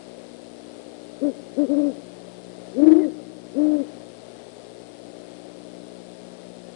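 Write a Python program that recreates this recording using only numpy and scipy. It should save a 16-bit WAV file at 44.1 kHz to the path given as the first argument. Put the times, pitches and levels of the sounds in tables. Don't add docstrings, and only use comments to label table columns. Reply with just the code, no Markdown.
import sys
import numpy as np
from scipy import signal
from scipy.fft import rfft, irfft
from scipy.io import wavfile
from scipy.ndimage import uniform_filter1d

SR = 44100
rng = np.random.default_rng(int(sys.argv[2]) if len(sys.argv) > 2 else 0)


def unload_audio(sound):
    columns = np.transpose(np.atleast_2d(sound))
    steps = np.round(np.clip(columns, -1, 1) * 32767)
    wavfile.write(sys.argv[1], SR, steps.astype(np.int16))


N = 298084
TIME = np.arange(N) / SR


def gain_of(db):
    return 10 ** (np.asarray(db) / 20)


def tone(turns):
    return np.sqrt(2) * np.cos(2 * np.pi * turns)


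def noise(spectrum):
    hz, db = np.transpose(spectrum)
    bins_hz = np.fft.rfftfreq(N, 1 / SR)
    shape_db = np.interp(np.log(bins_hz + 1), np.log(hz), db)
    shaped = irfft(rfft(rng.standard_normal(N)) * gain_of(shape_db), N)
    return shaped / shaped.std()


def waver(rate_hz):
    keep_slow = np.exp(-(np.fft.rfftfreq(N, 1 / SR) / rate_hz) ** 2)
    drift = irfft(rfft(rng.standard_normal(N)) * keep_slow, N)
    return drift / drift.std()


def glide(s, values):
    return uniform_filter1d(np.interp(TIME, s, values), size=300)


def swell(s, db):
    inside = (TIME > s[0]) * (TIME < s[-1])
    return uniform_filter1d(gain_of(np.interp(TIME, s, db)) * inside, size=200)


def bump(s, width_s):
    return np.exp(-((TIME - s) / width_s) ** 2)


def strength(x):
    return np.sqrt(abs(uniform_filter1d(x ** 2, size=300)))


FIELD_HZ, FIRST_TICK_S = 59.94, .0142


def field_turns():
    return (TIME - FIRST_TICK_S) * FIELD_HZ


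BUZZ_PARTIALS = [(1, -72), (2, -63.5), (3, -56), (4, -55.5), (5, -55), (6, -56), (7, -59), (8, -63.5),
                 (9, -59.5), (10, -63.5), (11, -67)]
# multiple of the mains rate, level in dB rms, a time in seconds when it
MAINS_PARTIALS = [(2, -73.5, 3.3), (3, -61, 2.65), (4, -66.5, 3.32), (5, -59, 3.2), (6, -68, 5.4),
                  (7, -65, 4.4)]
# pitch in Hz, level in dB rms before the shared cut.
WHINES = [(2099, -76.5), (4199, -73.5), (7617, -79), (8016, -76), (8393, -85.5), (10864, -100)]
MAINS_HZ = 60.027


def buzz(unsteady=0.18, whine_db=-3):
    turns = field_turns()
    ticks = sum(gain_of(db) * tone(round(k) * turns) for k, db in BUZZ_PARTIALS)
    hum = 0
    for k, db, together_s in MAINS_PARTIALS:
        mains_turns = turns + (MAINS_HZ - FIELD_HZ) * (TIME - together_s)
        hum = hum + gain_of(db) * tone(round(k) * mains_turns)
    whines = sum(gain_of(db + whine_db) * tone(hz * TIME + rng.random()) for hz, db in WHINES)
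    return ticks * (1 + unsteady * waver(25)) + hum + whines


# frequency in Hz, relative level in dB per Hz.
NIGHT_COLOUR = [(25, -31), (90, -24), (160, -11.5), (260, -4), (400, 0), (520, 1.5), (640, 1), (760, -6.5),
                (1000, -16.5), (1500, -19.5), (2600, -22), (4200, -23), (6500, -32), (10500, -42.5)]
# frequency in Hz, relative level in dB per Hz.
HISS_COLOUR = [(1500, -8.5), (2700, -5), (3400, 1.5), (5000, 0), (6000, -6), (7500, -7), (10300, -7.5),
               (10900, -31.5)]
# frequency in Hz, relative level in dB per Hz.
FIZZ_COLOUR = [(3000, -28), (7400, -14.5), (8150, 0.5), (8500, 3.5), (8900, -0.5), (9400, 1), (10300, -6.5),
               (10900, -25.5)]


def background(night_db=-48.0, drift_db=0.65, hiss_db=-61.0, fizz_db=-67,
               throb=0.41, burst=1.7, sputter=0.22):
    night = gain_of(night_db + drift_db * waver(4)) * noise(NIGHT_COLOUR)
    pulse = -np.cos(4 * np.pi * field_turns())
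    hiss = gain_of(hiss_db) * noise(HISS_COLOUR) * (1 + throb * pulse)
    spurts = burst * (pulse > .5) * (1 + sputter * waver(100))
    fizz = noise(FIZZ_COLOUR) * (1 + spurts)
    return night + hiss + gain_of(fizz_db) * fizz / fizz.std()


# frequency in Hz, relative level in dB per Hz.
IDLE_COLOUR = [(20, -8), (100, -9.5), (250, -0.5), (500, -1), (900, -11), (2000, -8.5), (4000, -4),
               (6000, -9), (10200, -13), (10900, -24)]


def idle_channel(idle_db=-66.0):
    return gain_of(idle_db) * noise(IDLE_COLOUR)


# time in seconds, half width in seconds, drop in level
# in dB, drop in pitch in Hz.
BRIEF_DIPS = [(1.76, 0.013, 5, 26.5), (1.824, 0.0089, 3.5, 16.5), (2.814, 0.0066, 6.5, 6.5),
              (2.859, 0.013, 2.5, 0.5), (3.069, 0.0049, 7.5, 20), (3.779, .014, 7, 6)]
SLACK_HZ, SLACK_DB, SLACK_CURVE = 222.2, -21.5, 1.48
LOWEST_HZ = 187.9
FADE_DB_PER_S, SAG_HZ_PER_S = 19, 32
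PUSH_S, PUSH_WIDTH_S, PUSH_DB = 2.897, 0.1, 8.4
REBOUND, REBOUND_WIDTHS = 0.34, 1.95


def pressure(start, end, top_hz, level_db, rise_s, fall_s, pitch_widening=1.3):
    t = np.clip(TIME, start - .1, end + .1)
    slack = np.exp((start - t) / rise_s) + np.exp((t - end) / fall_s)
    late_s = t - (start + end) / 2
    hz = top_hz + (SLACK_HZ - top_hz) * slack - SAG_HZ_PER_S * late_s
    db = level_db + SLACK_DB * slack ** SLACK_CURVE - FADE_DB_PER_S * late_s
    db = db + PUSH_DB * bump(PUSH_S, PUSH_WIDTH_S)
    for s, width, drop_db, drop_hz in BRIEF_DIPS:
        hz = hz - drop_hz * bump(s, pitch_widening * width)
        rebound = REBOUND * bump(s + REBOUND_WIDTHS * width, width)
        db = db - drop_db * (bump(s, width) - rebound)
    return np.maximum(hz, LOWEST_HZ), gain_of(db), slack


# multiple of the pitch, level in dB relative to the fundamental.
UPPER_HARMONICS = [(3, -38), (4, -44)]
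# octave pitch in Hz,
# level in dB before each hoot's own boost and fade.
THROAT_RESONANCE = [(390, -39), (450, -38.5), (500, -34.5), (560, -31.5), (598, -34), (630, -39.5)]
OCTAVE_FADE_DB_PER_S = 13


def hoot(start, end, top_hz, level_db, rise_s, fall_s, octave_db,
         jitter=0.0042, shimmer=0.046, octave_pulse=0.38, upper_pulse=0.94, strain=3.0, release_db=-9):
    hz, effort, slack = pressure(start, end, top_hz, level_db, rise_s, fall_s)
    turns = np.cumsum(hz * (1 + jitter * waver(70))) / SR
    field = 2 * np.pi * field_turns()
    rough = strain * effort ** 2 * waver(120)
    upper = sum(gain_of(db) * tone(round(k) * turns + rough) for k, db in UPPER_HARMONICS)
    upper = upper * (1 + upper_pulse * np.cos(2 * field))
    octave = tone(2 * turns + 0.24 + rough) * (1 + octave_pulse * np.cos(field))
    throat_db = np.interp(2 * hz, *np.transpose(THROAT_RESONANCE))
    octave *= gain_of(octave_db + throat_db + release_db * np.maximum(slack - 1, 0))
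    octave *= gain_of(-OCTAVE_FADE_DB_PER_S * (np.clip(TIME, start, end) - (start + end) / 2))
    voice = effort * (tone(turns) + upper) * (1 + shimmer * waver(110)) + octave
    pushed = start < PUSH_S < end
    return voice + second_tone(turns) if pushed else voice


SECOND_START_S, SECOND_END_S, SECOND_DB = 2.826, 3.02, -19
GAP_HZ, BREAK_S, CLIMB_HZ_PER_S = 22, 2.96, 958


def second_tone(turns, octave_db=-23, arch=0.41, lead=0.81):
    t = TIME - BREAK_S
    climb = .5 * CLIMB_HZ_PER_S * np.maximum(t, 0) ** 2
    own = turns + lead + GAP_HZ * t + climb
    along = np.clip((TIME - SECOND_START_S) / (SECOND_END_S - SECOND_START_S), 0, 1)
    level = gain_of(SECOND_DB) * uniform_filter1d((1 - (2 * along - 1) ** 2) ** arch, size=400)
    return level * (tone(own) + gain_of(octave_db) * tone(2 * own))


# time in seconds, pitch in Hz, level in dB.
SQUEAK_PATH = [(2.984, 1820, -65.5), (3.011, 2170, -56.5), (3.032, 2010, -54), (3.047, 1900, -52),
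               (3.062, 1860, -70)]
# frequency in Hz, relative level in dB per Hz.
HOARSE_COLOUR = [(1200, -30.5), (1750, -2), (2250, -1.5), (2800, -30), (6000, -62)]


def squeak(jitter=0.02, shimmer=.3, hoarse_db=-63):
    s, hz, db = np.transpose(SQUEAK_PATH)
    turns = np.cumsum(glide(s, hz) * (1 + jitter * waver(300))) / SR
    whistle = swell(s, db) * tone(turns) * (1 + shimmer * waver(250))
    rush = swell(s, np.full(len(s), hoarse_db)) * noise(HOARSE_COLOUR)
    return whistle + rush


# start in seconds, end in seconds, top pitch in Hz before sag and dips, level
# in dB before fade, push and dips, rise in seconds, fall in seconds, octave boost in dB,
# level of the rush of air in dB relative to the tone.
HOOT_CALLS = [ (1.214, 1.314, 306.3, -21.5, .0156, .024, 0.7, -20.5),
              (1.572, 1.663, 306.2, -20, 0.014, 0.018, 2.5, -22),
              (1.685, 1.922, 299.5, -22.5, .018, 0.0272, -0.2, -22),
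              (2.763, 3.093, 314.5, -22, .037, .018, 0.5, -22),
              (3.554, 3.836, 303, -21.5, .023, 0.021, -0.9, -21.5), ]
# frequency in Hz, relative level in dB per Hz.
AIR_COLOUR = [(60, -20), (200, -5), (480, 4.5), (700, -5), (950, -14.5), (1400, -17.5), (2000, -27),
              (2700, -38), (5000, -44)]


def owl():
    air, voice = noise(AIR_COLOUR), squeak()
    for *shape, air_db in HOOT_CALLS:
        call = hoot(*shape)
        voice = voice + call + gain_of(air_db) * strength(call) * air
    return voice


# frequency in Hz, relative level in dB per Hz.
RASP_COLOUR = [(40, -21), (300, 15.5), (800, -12), (1300, -6.5), (1750, 1.5), (2500, -6), (3100, -10),
               (4500, -16.5), (7000, -27), (10000, -40)]
# frequency in Hz, relative level in dB per Hz.
CRACKLE_COLOUR = [(100, -4.5), (1500, 0.5), (3200, -4), (4400, -0.5), (6000, -10.5), (10000, -27)]


def overload(x, rasp_db=-23, steepness=1.8, crackle_db=-51, sparse=0.56):
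    level = strength(x)
    rasp = gain_of(rasp_db) * level ** steepness * noise(RASP_COLOUR)
    near_peak = (level / level.max()) ** 6
    crackle = gain_of(crackle_db) * near_peak * noise(CRACKLE_COLOUR) * (1 + sparse * waver(500))
    return x + rasp + crackle


def gain_control(x, threshold_db=-20, squeeze=0.15, recovery_db=9):
    fall = recovery_db * TIME
    held_db = np.maximum.accumulate(20 * np.log10(strength(x) + 1e-9) + fall) - fall
    return x / gain_of(squeeze * np.maximum(held_db - threshold_db, 0))


# delay in seconds, level in dB relative to the voice.
ECHO_RETURNS = [(.1356, -21), (.1483, -30), (.39, -35)]


def trees(x, t60=1.0, tail_db=-31):
    t = TIME[:SR]
    scattered = rng.standard_normal(SR) * (rng.random(SR) < 1500 / SR)
    taps = scattered * gain_of(-60 * t / t60) * (t > .03)
    taps *= gain_of(tail_db) / np.linalg.norm(taps)
    echoes = sum(gain_of(db) * np.interp(TIME - s, TIME, x) for s, db in ECHO_RETURNS)
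    return signal.fftconvolve(x, taps)[:N] + echoes


def scene():
    voice = owl()
    return np.array([voice + trees(voice), np.zeros(N)])


def record(dry, preamp_db=6, edge_hz=10900):
    line = overload(dry[0]) + buzz() + background()
    left = gain_of(preamp_db) * gain_control(line)
    right = dry[1] + idle_channel()
    low_pass = signal.firwin(1023, edge_hz, window=("kaiser", 9), fs=SR)
    return signal.oaconvolve(np.array([left, right]), low_pass[None], "same", axes=1)


dry = scene()
out = record(dry)
unload_audio(out)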